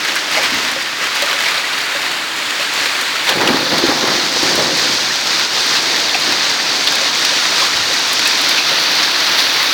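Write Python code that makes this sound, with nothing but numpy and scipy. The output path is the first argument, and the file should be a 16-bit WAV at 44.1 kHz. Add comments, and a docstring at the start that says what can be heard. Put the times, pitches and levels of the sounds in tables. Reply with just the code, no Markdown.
"""An upper window in a hillside town, with heavy rain and hail coming down on clay-tiled roofs.
Countless drops merge into a patter, under a bright hiss that grows as the listener turns towards the
next roof. Sheets of rain swell and ebb. Single hailstones crack on tiles, knock on sheet metal and tick
close by. One peal of thunder rolls through, a crowd of shock fronts echoed by the hills.
Far roofs lay down a low roar, with a few soft thuds underneath."""
import sys
import numpy as np
from scipy import signal
from scipy.fft import rfft, irfft
from scipy.io import wavfile

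SR = 44100
rng = np.random.default_rng(int(sys.argv[2]) if len(sys.argv) > 2 else 0)


def persist_wave(psi):
    """Save psi, clipped to +-1, as 16-bit WAV."""
    counts = np.round(np.clip(psi, -1, 1) * 32767).astype(np.int16)
    wavfile.write(sys.argv[1], SR, np.atleast_2d(counts).T)


N = 429093

# Table levels are relative: each layer gets its own trim in the mix.
# rain faders as the listener turns: t/s, patter/dB, hiss/dB, fizz/dB, finest spray/dB
RAIN_FADERS = [(0.0, -22, -27.5, -41.5, -42.5), (1.5, -18.5, -24.5, -37, -40),
               (2.3, -22.5, -27.5, -37.5, -42.0), (3.2, -20.5, -23.5, -36.5, -40.5),
               (3.7, -21, -18, -41, -39.0), (4.4, -22.5, -19.5, -38, -40.5),
               (5.1, -21.5, -18.5, -38.5, -40.5), (6.6, -20, -18, -37.5, -41),
               (7.6, -20.0, -17.5, -36, -40.0), (8.3, -19.5, -17.0, -36.5, -39.0),
               (8.8, -19, -16, -46.5, -37.5), (9.73, -18, -16.0, -48.0, -33)]
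# the smallest drops come and go with the direction faced: t/s, level/dB
SIZZLE_FADER = [(0, 5.5), (0.7, 5), (1.6, -0.5), (2.2, -15), (2.8, 1), (3.2, -14), (3.55, -5), (3.9, 0),
                (4.4, 3.5), (6, 1), (8.2, 1.5), (8.7, -3.5), (9.7, -2)]
# the bed of far roofs all round: t/s, level/dB
ROAR_FADER = [(0, -38), (2.4, -40), (3.2, -39), (5.3, -36.5), (6.1, -33.5), (7.2, -35.5), (9.73, -35)]
# sheets of rain, negative for a lull: centre t/s, length/s, swell/dB
FLURRIES = [(0.09, 0.14, 2.5), (0.352, 0.15, 4), (0.447, 0.08, 4.2), (0.58, 0.5, 2), (1.01, 0.68, -2.5),
            (1.042, 0.15, 4), (1.165, 0.083, 2.5), (1.23, 0.09, 1.5), (1.636, 0.079, -1.5),
            (2.046, 0.3, 1.5), (2.505, 0.15, 1.7), (2.624, 0.09, 2), (2.808, 0.21, 3.7), (3.289, 0.07, 5),
            (4.464, 0.5, 1.8), (4.824, 0.39, 1.5), (5.336, 0.21, 1.5), (5.49, 0.12, -2.5),
            (5.615, 0.1, 1.6), (5.757, 0.18, 2.5), (6.438, 0.082, 2), (6.66, 0.14, -1.5), (6.75, 0.1, 1.7),
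            (7.12, 0.055, -3), (7.62, 0.15, 3), (9.015, 0.13, 1)]
# hailstones on tiles, and at 3.41 s one crack of the thunder, played the same way: t/s, blow level/dB, ring
# f/Hz, t60/s, shattering/0-1
TILE_HITS = [(0.048, -8, 1880, .12, .5), (0.162, -2.5, 1750, .083, 0.4), (0.374, -6, 2000, .06, .6),
             (0.537, -7, 2020, .08, .25), (1.223, -8, 3280, .06, .6), (1.458, -4, 2160, .11, 0.3),
             (1.483, -1.5, 2170, .055, .4), (1.578, -7, 4050, 0.058, .4), (1.953, -10, 1580, .1, .4),
             (2.5965, -9, 2490, .09, .4), (3.0525, -14, 2130, .08, .7), (3.156, -11, 1400, .1, .6),
             (3.29, -4.5, 3400, .09, .95), (3.412, -5, 1140, .076, 0.7), (3.4737, -3, 2420, .07, 1),
             (3.779, -6, 4440, 0.11, .6), (6.143, -6, 2480, .11, .45), (6.15, -12, 760, 0.13, .5),
             (6.872, -1.5, 3300, .07, 1), (7.249, -2, 4480, .06, .7), (7.621, -10, 1020, .12, .4),
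             (8.252, -7, 2520, .11, .2), (8.49, -5, 4700, .045, .6), (8.574, -5, 2530, .22, .32),
             (9.028, -6, 5400, .08, .5), (9.393, -1.5, 4360, .073, .5), (9.4365, -7, 3920, .08, .5)]
# hailstones on sheet metal: t/s, level/dB, ring f/Hz
METAL_HITS = [(0.371, -14, 640), (0.376, -19, 830), (0.39, -19, 540), (0.762, -19.5, 545),
              (1.014, -25, 550), (1.224, -16.5, 578), (1.34, -21.5, 560), (1.573, -23, 550),
              (1.95, -18, 568), (2.594, -21, 574), (3.289, -22, 650), (7.013, -19, 550), (7.314, -23, 550),
              (7.899, -19.5, 533), (8.715, -19, 550)]
# modes of the sheet metal: multiple of the ring pitch, level/dB, t60/s
SHEET_MODES = [(1, 7.5, 0.097), (.91, -10, 0.15), (1.13, 2.5, 0.068), (2.9, -12, .05)]
# drops and ice grains bursting close by: t/s, level/dB
TICKS = [(0.0478, -14), (0.1555, -12), (0.4294, -14), (0.7153, -15), (1.1548, -15), (1.222, -8),
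         (2.7372, -13), (3.0116, -12), (3.2515, -15), (3.2944, -10), (3.4735, -17), (3.7818, -13),
         (4.4308, -13), (4.5545, -10), (4.7716, -14), (6.2, -16), (6.9546, -11), (7.2499, -12),
         (8.1304, -6.5), (8.2741, -6), (8.413, -10), (8.4901, -9), (8.9531, -17), (9.414, -15)]
# thunder rolls, one per stretch of the lightning channel: t/s, hold/s, rumble/dB, crackle/dB
ROLLS = [(3.27, .035, -25.5, -21), (3.337, 0.21, -21, -25), (3.39, 0.032, -21, -19),
         (3.7, 0.071, -21.5, -21), (3.859, 0.06, -23, -20.5), (4.005, 0.083, -23, -23),
         (4.41, 0.15, -24, -27.5), (4.545, 0.13, -23, -26.5)]
# claps within the peal: t/s, level/dB, f/Hz, t60/s
CLAPS = [(3.503, -8, 290, .06), (3.541, -6, 283, 0.12), (3.728, -13, 198, 0.054), (3.766, -12, 250, 0.055),
         (3.837, -1, 304, 0.089), (3.884, -9, 306, 0.17), (4.039, -9, 327, 0.083), (4.363, -9, 486, 0.036),
         (4.429, -9, 312, 0.033), (4.577, -9, 497, 0.19), (4.897, -19, 200, 0.055)]
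# soft low thuds: t/s, level/dB, f/Hz, t60/s
THUDS = [(0.45, -44.5, 85, 1.9), (0.515, -28, 252, 1.1), (2.799, -40, 130, .3), (6.266, -20, 297, 0.26),
         (6.276, -36, 110, .3), (7.754, -28.5, 88, 0.47)]
# EQ curves that give each layer its tone: f/Hz, level/dB
PATTER_EQ = [(200, -27), (450, -13), (700, -8.5), (1000, -5), (1300, -2.5), (1700, -0.5), (2100, -1),
             (2900, -3), (4000, -6.5), (5500, -14.5), (8000, -21.5), (10500, -25.5), (16000, -31)]
HISS_EQ = [(1500, -44), (2900, -11), (3600, -1.5), (4100, -0.7), (4550, 0.3), (5100, -8), (5900, -7.5),
           (7200, -28.5), (10000, -39)]
SIZZLE_EQ = [(3500, -23.5), (4900, 4), (5700, 0), (6500, -2), (7400, -11.5), (8700, -15), (10500, -44),
             (16000, -45)]
FIZZ_EQ = [(4500, -28), (6800, 5), (8200, -1.5), (9300, -5), (11000, -16.5), (16000, -30)]
SPRAY_EQ = [(3000, -43), (7000, -12), (9500, 2.5), (12000, 0.5), (15000, 4.5), (17000, 0)]
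HAIL_CRACK_EQ = [(500, -12), (1800, 1), (4500, 5), (7000, -8), (10000, -18), (16000, -20)]
TICK_EQ = [(1000, -14), (4000, -1), (7000, 0.5), (9500, 0), (12000, -4.5), (17000, -6)]
RUMBLE_EQ = [(20, -30), (50, -25), (95, -14.5), (150, -4), (215, -3), (270, -0.5), (360, 3), (430, -5.5),
             (540, 2), (700, -27), (1200, -38.5)]
CRACKLE_EQ = [(300, -25), (550, 3.5), (800, 7), (1200, 3.5), (2000, 1.5), (4000, -41)]
ROAR_EQ = [(20, -38), (45, -27), (80, -20.5), (135, -6), (220, -5), (295, 2), (400, -1), (550, -0.5),
           (1000, -1), (2500, -43.5)]


def rain():
    """The downpour, from dull body to finest treble; all layers ride the same flurries."""
    surge = from_db(flurries_db())
    patter_gain, hiss_gain, fizz_gain, spray_gain = gains(RAIN_FADERS)
    near = splashes(per_s=440, spread_db=4, t60=0.011)
    # the same close bursts in three layers, scattered into different droplets
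    on_tiles, on_water, in_air = near * rng.choice([-1, 1], (3, N))
    drops = patter_gain * patter(on_tiles) + hiss_gain * hiss(on_water)
    drops += spray(in_air, fizz_gain, spray_gain)
    return surge * drops + surge ** 0.62 * roof_roar()   # the far bed swings less


def patter(near):
    """Drops and ice on the clay tiles: a far wash, nearer splashes and short dry rings."""
    splash = from_db(-6.5) * splashes(per_s=500, spread_db=2, t60=0.013) + from_db(-7.5) * near
    rings = from_db(-7.5) * pings(per_s=2400, spread_db=2, low_hz=906.5, high_hz=4990, q=19)
    return from_db(1.24) * unit_rms(eq(wash() + splash + rings, PATTER_EQ))


def hiss(near):
    """Rain bursting on wet surfaces; smaller drops add a higher sizzle."""
    (sizzle_gain,) = gains(SIZZLE_FADER)
    splash = from_db(-4.5) * splashes(per_s=990, spread_db=1, t60=0.014) + from_db(-6) * near
    rings = from_db(-7) * pings(per_s=3000, spread_db=1, low_hz=3001, high_hz=7460, q=40)
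    body = unit_rms(eq(wash() + splash + rings, HISS_EQ))
    sizzle = unit_rms(eq(splashes(per_s=4000, spread_db=2.5, t60=0.0075), SIZZLE_EQ))
    return from_db(-0.87) * body + from_db(-7.5) * sizzle_gain * sizzle


def spray(near, fizz_gain, spray_gain):
    """The airy top: the finest droplets, heard only close by, fizz and spit with each splash."""
    fizz = unit_rms(eq(wash() + from_db(-6) * near, FIZZ_EQ))
    spit = unit_rms(eq(wash() + from_db(-2) * near, SPRAY_EQ))
    return from_db(3) * fizz_gain * fizz + from_db(1.7) * spray_gain * spit


def flurries_db(flutter_db=0.73, flutter_per_s=16):
    """How much harder or softer than usual the rain falls: smooth swells and a random flutter."""
    t = np.arange(N) / SR
    swells = sum(db * np.cos(np.pi * np.clip((t - s) / length, -.5, .5)) ** 2
                 for s, length, db in FLURRIES)
    flutter = np.interp(t * flutter_per_s, np.arange(1000), rng.standard_normal(1000))
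    return swells + flutter_db * flutter


def hail_on_tiles():
    """A stone strikes and the tile rings; shattering broadens the ring and brings up the crack."""
    rings, cracks, t = np.zeros(N), np.zeros(N), np.arange(SR // 4) / SR
    for s, db, hz, t60, shattering in list(TILE_HITS) + small_stones():
        width_hz = hz * np.interp(shattering, [0, 1], [0.036, 0.52])   # bounces whole ... shatters
        blow = from_db(db) * (1 - decay(t, t60=0.0037))
        add(rings, s, blow * band_noise(len(t), hz, width_hz) * decay(t, t60))
        add(cracks, s, blow * np.sqrt(shattering) * rng.standard_normal(len(t)) * decay(t, t60 * 0.84))
    return from_db(-8) * rings + from_db(-3) * eq(cracks, HAIL_CRACK_EQ)


def small_stones(per_s=7, low_hz=1200, high_hz=4500, t60=0.08):
    """Lighter hail fills in at random times and tile pitches, in rows like TILE_HITS."""
    when, size, spot, shattering = rng.random((round(per_s * N / SR), 4)).T
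    db = np.interp(size, [0, 1], [-14.5, -12.5])
    hz = low_hz * (high_hz / low_hz) ** spot
    return list(zip(when * N / SR, db, hz, np.full(len(hz), t60), shattering))


def hail_on_metal():
    """Hollow knocks on a flashing or gutter; the pitch depends on where the stone lands."""
    out, t = np.zeros(N), np.arange(SR // 3) / SR
    for s, db, hz in METAL_HITS:
        shares_db = rng.standard_normal(len(SHEET_MODES))   # each blow balances the modes differently
        ring = sum(from_db(mode_db + share_db) * np.sin(2 * np.pi * hz * ratio * t) * decay(t, t60)
                   for share_db, (ratio, mode_db, t60) in zip(shares_db, SHEET_MODES))
        add(out, s, from_db(db - 3.5) * ring * (1 - decay(t, t60=0.016)))
    return out


def close_ticks(faint_per_s=2.5, lag_s=0.0039):
    """Drops and ice grains burst: a sharp tick, its slap off the window recess and a little spatter."""
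    out, t = np.zeros(N), np.arange(SR // 20) / SR
    slap = from_db(-6.5) * (t > lag_s) * decay(np.abs(t - lag_s), t60=0.015)
    spatter = from_db(-8.5) * decay(t, t60=0.05)
    envelope = decay(t, t60=0.0095) + slap + spatter
    faint_ticks = [(at / SR, -18) for at in np.flatnonzero(rng.random(N) < faint_per_s / SR)]
    for s, db in list(TICKS) + faint_ticks:
        add(out, s, from_db(db - 5) * envelope * rng.standard_normal(len(t)))
    return eq(out, TICK_EQ)


def thunder():
    """Shock fronts from along the lightning channel arrive in a crowd; the strongest are claps."""
    rumble_gain, crackle_gain = roll_envelopes()
    rumble = unit_rms(eq(impacts(per_s=760, spread_db=2), RUMBLE_EQ))
    crackle = unit_rms(eq(impacts(per_s=1800, spread_db=2.5), CRACKLE_EQ))
    out = from_db(-0.8) * rumble_gain * rumble + from_db(1.2) * crackle_gain * crackle
    t = np.arange(SR // 4) / SR
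    for s, db, hz, t60 in CLAPS:
        clap = band_noise(len(t), hz, hz * 0.54) * decay(t, t60) * (1 - decay(t, t60=0.0083))
        add(out, s, from_db(db - 3) * clap / np.abs(clap).max())
    return out


def roll_envelopes(attack_s=0.025, echo_attack_s=0.15):
    """Each roll rises, holds and dies; the hills send back a long, dull tail with less crackle."""
    rumble_power, crackle_power = np.zeros(N), np.zeros(N)
    for s, hold, rumble_db, crackle_db in ROLLS:
        t = np.maximum(np.arange(N) / SR - s, 0)
        release = np.maximum(t - hold, 0)
        direct = np.minimum(t / attack_s, 1) * decay(release, t60=0.44)
        echo = from_db(-3.5) * np.minimum(t / echo_attack_s, 1) * decay(release, t60=2.6)
        rumble_power += from_db(rumble_db) ** 2 * (direct ** 2 + echo ** 2)
        crackle_power += from_db(crackle_db) ** 2 * (direct ** 2 + (from_db(-2.5) * echo) ** 2)
    return np.sqrt(rumble_power), np.sqrt(crackle_power)


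def roof_roar():
    """The low bed: rain drumming on far roofs, blurred by distance."""
    (gain,) = gains(ROAR_FADER)
    return from_db(6.5) * gain * unit_rms(eq(wash(), ROAR_EQ))


def low_thuds():
    """Dull thuds with a soft attack, dying away under the rain."""
    out, t = np.zeros(N), np.arange(SR) / SR
    for s, db, hz, t60 in THUDS:
        envelope = decay(t, t60) * (1 - decay(t, t60=0.024))
        add(out, s, from_db(db) * envelope * band_noise(len(t), hz, hz * 0.41))
    return out


def wash():
    """White noise for distant drops, too many to tell apart."""
    return rng.standard_normal(N)


def splashes(per_s, spread_db, t60):
    """Every impact bursts into droplets: a puff of noise that dies at once."""
    feedback = decay(1 / SR, t60) ** 2
    energy = signal.lfilter([1], [1, -feedback], impacts(per_s, spread_db) ** 2 + 1e-18)
    return unit_rms(np.sqrt(energy) * rng.standard_normal(N))


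def pings(per_s, spread_db, low_hz, high_hz, q, count=16):
    """Every impact rings briefly at the pitch of the spot that it hits."""
    hits, spot = impacts(per_s, spread_db), rng.integers(0, count, N)
    pitches = np.geomspace(low_hz, high_hz, count)
    return unit_rms(sum(resonate(hits * (spot == k), hz, hz / q) for k, hz in enumerate(pitches)))


def impacts(per_s, spread_db):
    """Clicks at random moments: many small, a few large."""
    size = from_db(spread_db * np.minimum(rng.standard_exponential(N), 5))
    return (rng.random(N) < per_s / SR) * size * rng.choice([-1, 1], N)


def band_noise(count, hz, width_hz):
    """Noise ringing around one pitch, with steep skirts; rms 1."""
    pre_roll = SR // 10
    noise = rng.standard_normal(count + pre_roll)
    return unit_rms(resonate(resonate(noise, hz, width_hz), hz, width_hz)[pre_roll:])


def resonate(x, hz, width_hz):
    """One resonance, unity gain at its peak."""
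    r = np.exp(-np.pi * width_hz / SR)
    feedforward = np.array([1, 0, -1]) * (1 - r * r) / 2
    feedback = [1, -2 * r * np.cos(2 * np.pi * hz / SR), r * r]
    return signal.lfilter(feedforward, feedback, x + 1e-18)


def eq(x, curve, size=8192):
    """Minimum-phase EQ that follows a curve and rolls off below its first point."""
    hz, db = np.transpose(curve)
    bins = np.arange(size // 2 + 1) * SR / size + 1
    response = from_db(np.interp(np.log(bins), np.log(hz), db)) * np.minimum(bins / hz[0], 1)
    cepstrum = irfft(np.log(response))
    cepstrum[1:size // 2] *= 2   # folded forward, so nothing rings ahead of a hit
    cepstrum[size // 2 + 1:] = 0
    return signal.oaconvolve(x, irfft(np.exp(rfft(cepstrum))))[:len(x)]


def gains(faders):
    """Each dB column of a fader table as a gain per sample."""
    s, *columns = np.transpose(faders)
    return [from_db(np.interp(np.arange(N) / SR, s, db)) for db in columns]


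def add(out, s, sound):
    """Mix a short sound in at time s."""
    at = round(s * SR)
    out[at:at + len(sound)] += sound[:max(N - at, 0)]


def decay(t, t60):
    """Falls by 60 dB in t60."""
    return np.exp(-np.log(1000) * t / t60)


def unit_rms(x):
    return x / np.sqrt(np.mean(x ** 2) + 1e-20)


def from_db(db):
    return 10 ** (np.asarray(db) / 20)


def scene():
    """The storm in the open air, mixed to mono."""
    storm = rain() + thunder() + low_thuds()
    return (storm + hail_on_tiles() + hail_on_metal() + close_ticks())[None, :]


def record(dry):
    """Clip any peaks over full scale, then shave off the very top with a steep low-pass."""
    cutoff_hz = 17250
    top_cut = signal.ellip(16, .1, 60, cutoff_hz, fs=SR, output="sos")
    return signal.sosfilt(top_cut, np.clip(dry, -1, 1))


dry = scene()
out = record(dry)
persist_wave(out)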